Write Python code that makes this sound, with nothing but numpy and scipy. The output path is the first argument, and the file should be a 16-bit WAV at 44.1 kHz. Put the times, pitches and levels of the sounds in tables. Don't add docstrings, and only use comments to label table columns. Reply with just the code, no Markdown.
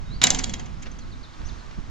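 import sys
import numpy as np
from scipy import signal
from scipy.fft import rfft, irfft
from scipy.io import wavfile
from scipy.ndimage import uniform_filter1d

SR = 44100
rng = np.random.default_rng(int(sys.argv[2]) if len(sys.argv) > 2 else 0)


def pcm_store(signal):
    levels = np.round(np.clip(np.atleast_2d(signal), -1, 1) * 32767)
    wavfile.write(sys.argv[1], SR, levels.astype(np.int16).T)


N = 83790

# start_s, wood_db, low_latch_db, high_latch_db, rise_s, bolt_hz
DOOR_HITS = [(0.2159, -18, -20.5, -39, 0.00068, 3470), (0.231, -21.5, -25, -23, 0.0011, 3350),
             (0.2382, -14.5, -12.5, -7.5, 0.0013, 3564), (0.2668, -21, -23.5, -11, 0.004, 3440),
             (0.3028, -34.5, -19.5, -9, 0.0022, 3430), (0.3459, -30, -25, -21.5, 0.0022, 3290),
             (0.386, -29, -40, -18, 0.0072, 2960), (0.436, -39, -25, -19.5, 0.0075, 3240),
             (0.494, -42.5, -35.5, -29.5, 0.0024, 3326), (0.5353, -35, -28, -25, 0.0054, 3254),
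             (0.594, -38, -45.5, -38, 0.0029, 3215), (0.657, -45, -58, -46, 0.0037, 3297),
             (0.820, -42, -50.5, -36, 0.013, 3220), (0.913, -55.5, -60, -46.5, 0.0052, 3290),
             (0.9864, -49, -54.5, -43, 0.0064, 3305)]
# pitch_hz, level_db, ring_s (the time to fade by 60 dB)
LATCH_NOTES = [(2056, -0.5, 0.027), (5150, -9.5, 0.02), (6210, 2.5, 0.039), (7120, -5.5, 0.046)]
FRAME_NOTES = [(179.4, -2, 0.2), (224, -5.5, 0.78), (257, -4.5, 0.55), (301.1, -6.5, 0.25),
               (746.5, 4.5, 0.11), (995, -2, 0.17)]
CATCH_PLATE_NOTES = [(2955, -10, 0.07), (3893, -3, 0.062), (7000, -3.5, 0.049)]
# pitch_hz, level_db
KNOCK_TONE = [(60, -9), (200, 1), (480, -9), (800, 4.5), (1400, -0.5), (2100, 7), (3300, -2), (6000, -2.5),
              (12000, -36)]
LOW_CRACK_TONE = [(500, -5), (1500, -17.5), (3000, -1), (4400, 0), (4900, -20.5), (13000, -39)]
HIGH_CRACK_TONE = [(1000, -42.5), (4700, -10.5), (6400, -9), (7100, 0), (8300, -26.5), (16000, -66.5)]
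CLATTER_TONE = [(500, -10), (2400, -12.5), (6000, -10), (9000, -39)]
SHIVER_TONE = [(800, 0.5), (2200, -9), (4000, -13.5), (7300, -14)]
# pitch_hz, ring_s
SHIVER_TIMES = [(200, 2.8), (700, 0.62), (3000, 0.9), (14000, 0.26)]
# start_s, scuff_db, thud_db, thud_rise_s
FOOTSTEPS = [(0.853, -38, -44.5, 0.024), (1.414, -42.5, -51, 0.0068), (1.71, -41, -59, 0.006),
             (1.775, -67, -23, 0.0091)]
# pitch_hz, level_db
SCUFF_TONE = [(100, 12.5), (1700, 7.5), (6000, -6), (9500, -46)]
THUD_TONE = [(35, 11.5), (260, -8), (480, -31), (16000, -97)]
# start_s, length_s, first_hz, last_hz, level_db
BIRD_NOTES = [(0.055, 0.048, 3840, 3720, -53.5), (0.1, 0.057, 3780, 4655, -46.5),
              (0.136, 0.041, 4580, 4680, -50.5), (0.39, 0.03, 4350, 4600, -58),
              (1.004, 0.032, 4750, 3940, -52.5), (1.113, 0.031, 4750, 3550, -50),
              (1.229, 0.029, 4950, 3420, -46.5), (1.332, 0.014, 5430, 3020, -51),
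              (1.447, 0.035, 5610, 6850, -47), (1.484, 0.022, 5400, 3300, -46),
              (1.589, 0.031, 4760, 3890, -54)]
# pitch_hz, level_db
WIND_TONE = [(35, 0), (65, -5), (220, -16.5), (400, -31), (16000, -100)]
AIR_TONE = [(300, 3), (520, -2), (1100, 3.5), (2600, -7.5), (6600, -13), (8600, -28.5), (12300, -41.5),
            (16000, -78)]
# time_s, level_db
WIND_SWELLS = [(0, -34), (.16, -31), (.24, -32), (.5, -32), (.9, -36.5), (1.15, -35.5), (1.36, -45.5),
               (1.41, -30.5), (1.49, -32.5), (1.62, -42), (1.9, -36)]
AIR_SWELLS = [(0, -48.5), (1.3, -48.5), (1.45, -45), (1.9, -48.5)]
# pitch_hz, left_minus_right_db
MIC_BALANCE = [(200, -0.5), (650, -5.5), (1100, 1), (5900, -3), (7600, 0)]
# pitch_hz, lead_radians
MIC_PHASE = [(330, 1.41), (750, 2), (2000, 1.35), (3600, 0.21), (6000, 1)]

HARD_HIT_DB, CRACK_GROWTH = -20, 0.3
CRACK_FADE_S, KNOCK_FADE_S, CLATTER_FADE_S = 0.0016, 0.0096, 0.021
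LATCH_DB, FRAME_DB, CLATTER_DB = -5.5, -15, -15.5
LATCH_SPLIT_HZ = 4600
BOLT_DB, BOLT_RING_S = 3, 0.062
SEAT_DETUNE = 0.014
METAL_TO_MESH_DB = -13
BIRD_ECHO_DB, BIRD_ECHO_S = -2.5, 0.55
ALIKE = 0.68


def door():
    direct, shiver = np.zeros((2, 2, N))
    for start_s, *hit in DOOR_HITS:
        impact, metal = door_hit(*hit)
        add(direct, start_s, impact + metal)
        shake = impact.mean(0) + amp(METAL_TO_MESH_DB) * metal
        add(shiver, start_s, signal.fftconvolve(shake[None], tail(SHIVER_TIMES, alike=0.87), axes=1))
    return direct + colour(shiver, SHIVER_TONE)


def door_hit(wood_db, low_db, high_db, rise_s, bolt_hz):
    size = 2 ** 15
    t = np.arange(size) / SR
    rise = np.minimum(t / rise_s, 1)
    since_peak = np.maximum(t - rise_s, 0)
    force_db = low_db - HARD_HIT_DB
    crack = amp(low_db) * noise(LOW_CRACK_TONE, size) + amp(high_db) * noise(HIGH_CRACK_TONE, size)
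    crack *= amp(CRACK_GROWTH * force_db) * np.exp(-since_peak / CRACK_FADE_S)
    clatter = noise(CLATTER_TONE, size, grains=grit(size))
    clatter *= amp((low_db + high_db) / 2 + CLATTER_DB) * np.exp(-since_peak / CLATTER_FADE_S)
    knock = noise(KNOCK_TONE, size) * np.exp(-since_peak / KNOCK_FADE_S)
    boom = amp(FRAME_DB) * ring(FRAME_NOTES, t).sum(0)
    impact = crack + clatter + amp(wood_db) * (knock + boom)
    notes = np.array(LATCH_NOTES + [(bolt_hz, BOLT_DB, BOLT_RING_S)])
    strike_db = np.where(notes[:, 0] < LATCH_SPLIT_HZ, low_db, high_db)
    latch = amp(strike_db + LATCH_DB - CRACK_GROWTH * force_db) @ ring(notes, t, SEAT_DETUNE)
    catch_plate = amp(low_db + force_db) * ring(CATCH_PLATE_NOTES, t).sum(0)
    return rise * impact, rise * (latch + catch_plate)


def ring(notes, t, detune=0):
    hz, db, ring_s = np.transpose(notes)[:, :, None]
    hz = hz * (1 + detune * rng.standard_normal(hz.shape))
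    cycles = hz * t + rng.random(hz.shape)
    strength = amp(db - 0.5 * rng.standard_normal(hz.shape))
    return strength * np.exp(-np.log(1000) * t / ring_s) * np.sin(2 * np.pi * cycles)


def footsteps():
    size = 2 ** 13
    t = np.arange(size) / SR
    out = np.zeros((2, N))
    for start_s, scuff_db, thud_db, thud_rise_s in FOOTSTEPS:
        age = t / thud_rise_s
        press = (2 * age) ** 2 * np.exp(2 - 4 * age)
        weight = age * np.exp(1 - age)
        scuff = amp(scuff_db) * press * noise(SCUFF_TONE, size, grains=grit(size))
        thud = amp(thud_db) * weight * noise(THUD_TONE, size)
        add(out, start_s, scuff + thud)
    return out


def birds():
    calls = np.zeros((2, N))
    for start_s, length_s, first_hz, last_hz, db in BIRD_NOTES:
        progress = np.arange(0, length_s, 1 / SR) / length_s
        arch = np.sin(np.pi * progress)
        slide_hz = last_hz - first_hz
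        hz = first_hz + slide_hz * progress - 0.152 * abs(slide_hz) * arch
        add(calls, start_s, amp(db) * np.sqrt(arch) * np.sin(2 * np.pi * np.cumsum(hz) / SR))
    echo = signal.fftconvolve(calls, tail([(4000, BIRD_ECHO_S)]), axes=1)[:, :N]
    return calls + amp(BIRD_ECHO_DB) * echo


def wind():
    return noise(WIND_TONE, N, alike=0.11) * swell(WIND_SWELLS) * amp([[-3.5], [3.5]])


def air():
    return noise(AIR_TONE, N) * swell(AIR_SWELLS)


def microphone(sound):
    hz = np.fft.rfftfreq(N, 1 / SR)
    sides = np.array([[0.5], [-0.5]])
    balance = amp(sides * look_up(MIC_BALANCE, hz))
    timing = np.exp(1j * sides * look_up(MIC_PHASE, hz))
    return irfft(rfft(sound) * balance * timing, N)


def tail(ring_times, alike=ALIKE):
    hz, t, bands = signal.stft(stereo_hiss(SR, alike), SR, nperseg=256)
    fade_rate = np.log(1000) / look_up(ring_times, hz)[:, None]
    bands = bands * np.exp(-fade_rate * t) * np.sqrt(2 * fade_rate / SR)
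    return signal.istft(bands, SR, nperseg=256)[1][:, :SR]


def grit(size, grain_s=0.0012, uneven_db=3.5):
    jitter = uniform_filter1d(rng.standard_normal(size), round(grain_s * SR))
    return unit(amp(uneven_db * unit(jitter)))


def noise(tone, size, alike=ALIKE, grains=1):
    return unit(colour(grains * stereo_hiss(size, alike), tone))


def stereo_hiss(size, alike):
    left, other = rng.standard_normal((2, size))
    return np.array([left, alike * left + np.sqrt(1 - alike ** 2) * other])


def colour(sound, tone):
    size = sound.shape[-1]
    hz = np.fft.rfftfreq(size, 1 / SR)
    return irfft(rfft(sound) * amp(look_up(tone, hz)), size)


def look_up(table, hz):
    pitches, values = np.transpose(table)
    return np.interp(np.log(hz + 1), np.log(pitches + 1), values)


def swell(table):
    return amp(np.interp(np.arange(N) / SR, *np.transpose(table)))


def add(mix, start_s, sound):
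    part = mix[:, round(start_s * SR):][:, :sound.shape[-1]]
    part += sound[..., :part.shape[1]]


def amp(db):
    return 10 ** (np.asarray(db) / 20)


def unit(x):
    return x / np.sqrt(np.mean(x ** 2) + 1e-20)


def scene():
    return microphone(door() + footsteps() + birds() + air()) + wind()


def record(dry):
    treble_cut = signal.firwin(255, 16600, window=("kaiser", 9), fs=SR)
    return signal.oaconvolve(np.clip(dry, -1, 1), treble_cut[None], "same")


dry = scene()
out = record(dry)
pcm_store(out)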